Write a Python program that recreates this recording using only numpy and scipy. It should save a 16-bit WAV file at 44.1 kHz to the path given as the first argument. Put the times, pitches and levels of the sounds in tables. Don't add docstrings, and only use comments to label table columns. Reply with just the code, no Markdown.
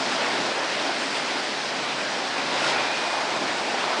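import sys
import numpy as np
from scipy import signal
from scipy.fft import rfft, irfft
from scipy.io import wavfile
from scipy.ndimage import uniform_filter1d

SR = 44100
rng = np.random.default_rng(int(sys.argv[2]) if len(sys.argv) > 2 else 0)


def unload_audio(sound):
    columns = np.transpose(np.atleast_2d(sound))
    steps = np.round(np.clip(columns, -1, 1) * 32767)
    wavfile.write(sys.argv[1], SR, steps.astype(np.int16))


N = 176400

SURF_LEVELS = [(0.0, -33.5, -34.5, -34.5, -34, -32.5, -46), (0.1, -35, -32, -32, -29, -31.5, -43.5),
               (0.25, -35.5, -32.5, -31, -28.5, -33.0, -45.5), (0.42, -34, -32.5, -33, -30, -32, -44),
               (0.58, -41, -32.5, -32, -31, -35, -47), (0.75, -38.5, -31.5, -33.5, -30, -32.5, -45),
               (0.9, -38.5, -31.5, -33.5, -30.5, -34, -46.5),
               (1.05, -37.5, -33.5, -36.5, -31.5, -34, -43.5), (1.25, -38.5, -35, -33, -30.5, -33, -45.0),
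               (1.5, -40, -35, -36, -32, -34.5, -47), (1.8, -38.5, -37, -35.0, -33.0, -34, -46.5),
               (2.05, -39, -34.5, -34, -32, -34, -47.0), (2.28, -39.5, -35, -32.5, -33, -34.0, -47),
               (2.45, -37.5, -34.0, -33, -30.5, -34, -46.5), (2.57, -38, -33.0, -29.5, -30, -32.5, -45.5),
               (2.615, -35, -35.5, -32.5, -28.5, -31, -42.5), (2.65, -35, -30.5, -29, -28.5, -29, -41),
               (2.7, -38.5, -30, -33, -28, -30, -42.5), (2.76, -34, -31.0, -30.5, -27, -32.5, -44.5),
               (2.83, -37.5, -33.5, -30.5, -29.5, -33.5, -46.5), (2.95, -40, -31.5, -32.5, -30, -34, -45.5),
               (3.1, -41.5, -33, -31, -32.5, -33.5, -45.5), (3.25, -38.5, -34.5, -31.5, -31.5, -34, -46.5),
               (3.42, -34.5, -33, -32, -31, -34, -46.0), (3.58, -40, -31, -33, -31.5, -34.5, -46.0),
               (3.7, -35, -36.5, -34, -31.5, -34.5, -45.5), (3.78, -37.5, -35.5, -31.5, -29, -34.0, -45.5),
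               (3.9, -39, -32.0, -31, -29.5, -34.0, -46.5), (3.99, -37.5, -33.0, -31.5, -30, -34.0, -46)]
BAND_CENTRES_HZ = [250, 580, 1000, 2100, 4500, 8000]
BAND_FLICKER = [0.52, 0.88, 0.17, 1, 0.69, 0.9]
# frequency in Hz, relative spectral density in dB.
FOAM_SPECTRUM = [(30, -62), (70, -44), (100, -25), (130, -18), (165, -13), (250, -3), (442, -4), (595, 0),
                 (900, 0), (1220, -4.5), (1430, -2.5), (1700, -4), (2490, -5.5), (2900, -7.5), (5000, -9.5),
                 (6300, -17.5), (8350, -24), (9800, -31), (10300, -37.5), (11100, -55.5)]
# multiple of the engine rate, mean level in dB.
ENGINE_HARMONICS = [(2, -56), (3, -57.5), (4, -49), (5, -52), (6, -50)]
# centre in seconds, length in seconds, level in dB.
AIR_PUFFS = [(.49, .05, -72), (1.09, .05, -68), (1.72, .05, -64), (2.1, .08, -68), (2.58, .06, -69),
             (2.794, .12, -57), (3.4, 0.054, -71), (3.53, .1, -62), (3.77, .07, -62)]
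# start in seconds, relative level in dB, pitch in Hz, click share from 0 to 1.
WATER_SLAPS = [(.279, -13, 740, 0.7), (.892, -14, 770, .2), (2.618, -12, 665, 0.15), (2.64, -7, 1410, 0.66),
               (2.666, -10, 1455, 0.53), (2.741, -8, 740, .6), (2.76, -11, 820, 0.24),
               (2.769, -11, 1405, 0.33), (3.688, -17, 700, .2), (3.745, -10, 793, 0.33),
               (3.878, -12, 870, 0.16), (3.904, -8, 754, .6)]
# time in seconds, pitch in Hz, level in dB.
WHISTLE_CONTOUR = [(2.66, 2250, -60), (2.69, 2365, -45), (2.779, 2346, -42), (2.86, 2428, -37),
                   (2.96, 2450, -36.5), (3.04, 2468, -39), (3.08, 2435, -39.5), (3.17, 2486, -38),
                   (3.22, 2490, -47), (3.25, 2510, -70)]

TIME = np.arange(N) / SR


def amp(db):
    return 10 ** (np.asarray(db) / 20)


def unit_rms(x):
    return x / np.sqrt(np.mean(x ** 2) + 1e-20)


def bandpass(x, low_hz, high_hz):
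    return signal.sosfilt(signal.butter(3, [low_hz, high_hz], "bandpass", fs=SR, output="sos"), x)


def drift(low_hz, high_hz, t=TIME[::256], at=TIME):
    rates = np.geomspace(low_hz, high_hz, num=24)
    sines = sum(np.sin(2 * np.pi * (hz * t + rng.random())) / np.sqrt(hz) for hz in rates)
    return np.interp(at, t, unit_rms(sines))


def foam(level_db=-26, patch_db=0.92, flicker_db=0.56, swell_db=0.13):
    t = np.arange(N // 128 + 5) * 128 / SR
    log_hz = np.log(np.fft.rfftfreq(512, 1 / SR) + 1)
    across_bands = lambda weights: np.interp(log_hz, np.log(BAND_CENTRES_HZ), weights)[:, None]
    real, imag, patches = rng.standard_normal((len(t), 257, 3)).T
    patches = uniform_filter1d(patches, size=6, axis=0)
    patches = uniform_filter1d(patches, size=24, axis=1)
    times, *bands = np.transpose(SURF_LEVELS)
    waves = sum(across_bands(band) * np.interp(t, times, db - db.mean())
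                for band, db in zip(np.eye(len(bands)), bands))
    flicker = flicker_db * drift(6, 40, t, at=t) + swell_db * drift(1.85, 6.8, t, at=t)
    gain = amp(waves + patch_db * unit_rms(patches) + across_bands(BAND_FLICKER) * flicker)
    noise = signal.istft((real + 1j * imag) * gain, nperseg=512, noverlap=384)[1][:N]
    hz, db = np.transpose(FOAM_SPECTRUM)
    colour = amp(np.interp(np.log(np.fft.rfftfreq(N, 1 / SR) + 1), np.log(hz + 1), db))
    return amp(level_db) * unit_rms(irfft(rfft(noise) * colour, N))


def bubbles(per_second=1500, spread_db=3.5, ring_cycles=7.4, rise=0.265, gain_db=-13):
    times, _, _, upper_body_db = np.transpose(SURF_LEVELS)[:4]
    strength = amp(spread_db * np.minimum(rng.exponential(1, N), 5))
    onsets = strength * (rng.random(N) < per_second / SR)
    pitch_index = rng.integers(0, 24, N)
    t, out = TIME[:2048], np.zeros(N)
    for index, hz in enumerate(np.geomspace(403, 2560, num=24)):
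        age = t * hz / ring_cycles
        note = age * np.exp(-4 * age) * np.sin(2 * np.pi * hz * t * (1 + rise * age))
        out += signal.oaconvolve(onsets * (pitch_index == index), note)[:N]
    return amp(gain_db + np.interp(TIME, times, upper_body_db)) * unit_rms(out)


def motorboat(engine_hz=69.55, waver_db=3, waver_rad=1.7, waver_hz=(0.307, 3.6)):
    out = np.zeros(N)
    for multiple, db in ENGINE_HARMONICS:
        rms = amp(db + waver_db * drift(*waver_hz))
        phase = 2 * np.pi * (multiple * engine_hz * TIME + rng.random())
        out += np.sqrt(2) * rms * np.sin(phase + waver_rad * drift(*waver_hz))
    return out


def wind(level_db=-84.5, lump_db=6):
    rumble = unit_rms(bandpass(rng.standard_normal(N), 60.3, 126))
    lumps = amp(level_db + lump_db * drift(1.5, 14))
    puffs = sum(amp(db) * np.exp(-(2 * (TIME - centre) / length) ** 2) for centre, length, db in AIR_PUFFS)
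    return rumble * (lumps + puffs)


def slaps(click_s=0.00014, rise_s=0.00079, t60_s=0.028, gain_db=-0.5):
    t, out = TIME[:2048], np.zeros(N + 2048)
    click = (1 - t / click_s) * np.exp(-t / click_s)
    envelope = (1 - np.exp(-t / rise_s)) * amp(-60 * t / t60_s)
    for start, db, hz, click_share in WATER_SLAPS:
        note = envelope * np.sin(2 * np.pi * hz * t)
        slap = (1 - click_share) * note + click_share * click
        out[round(start * SR):][:len(t)] += amp(db + gain_db) * slap
    return bandpass(out[:N], 250, 6000)


def whistle(flutter_db=0.8):
    times, hz, db = np.transpose(WHISTLE_CONTOUR)
    level_db = np.interp(TIME, times, db, left=-150, right=-150) + flutter_db * drift(4.9, 30)
    phase = 2 * np.pi * np.cumsum(np.interp(TIME, times, hz)) / SR
    return np.sqrt(2) * amp(level_db) * np.sin(phase)


def scene():
    mono = foam() + bubbles() + motorboat() + wind() + slaps() + whistle()
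    return np.array([mono, mono])


def record(dry):
    lowpass = signal.firwin(511, 11100, window=("kaiser", 9), fs=SR)
    return signal.oaconvolve(dry, lowpass[None], "same")


dry = scene()
out = record(dry)
unload_audio(out)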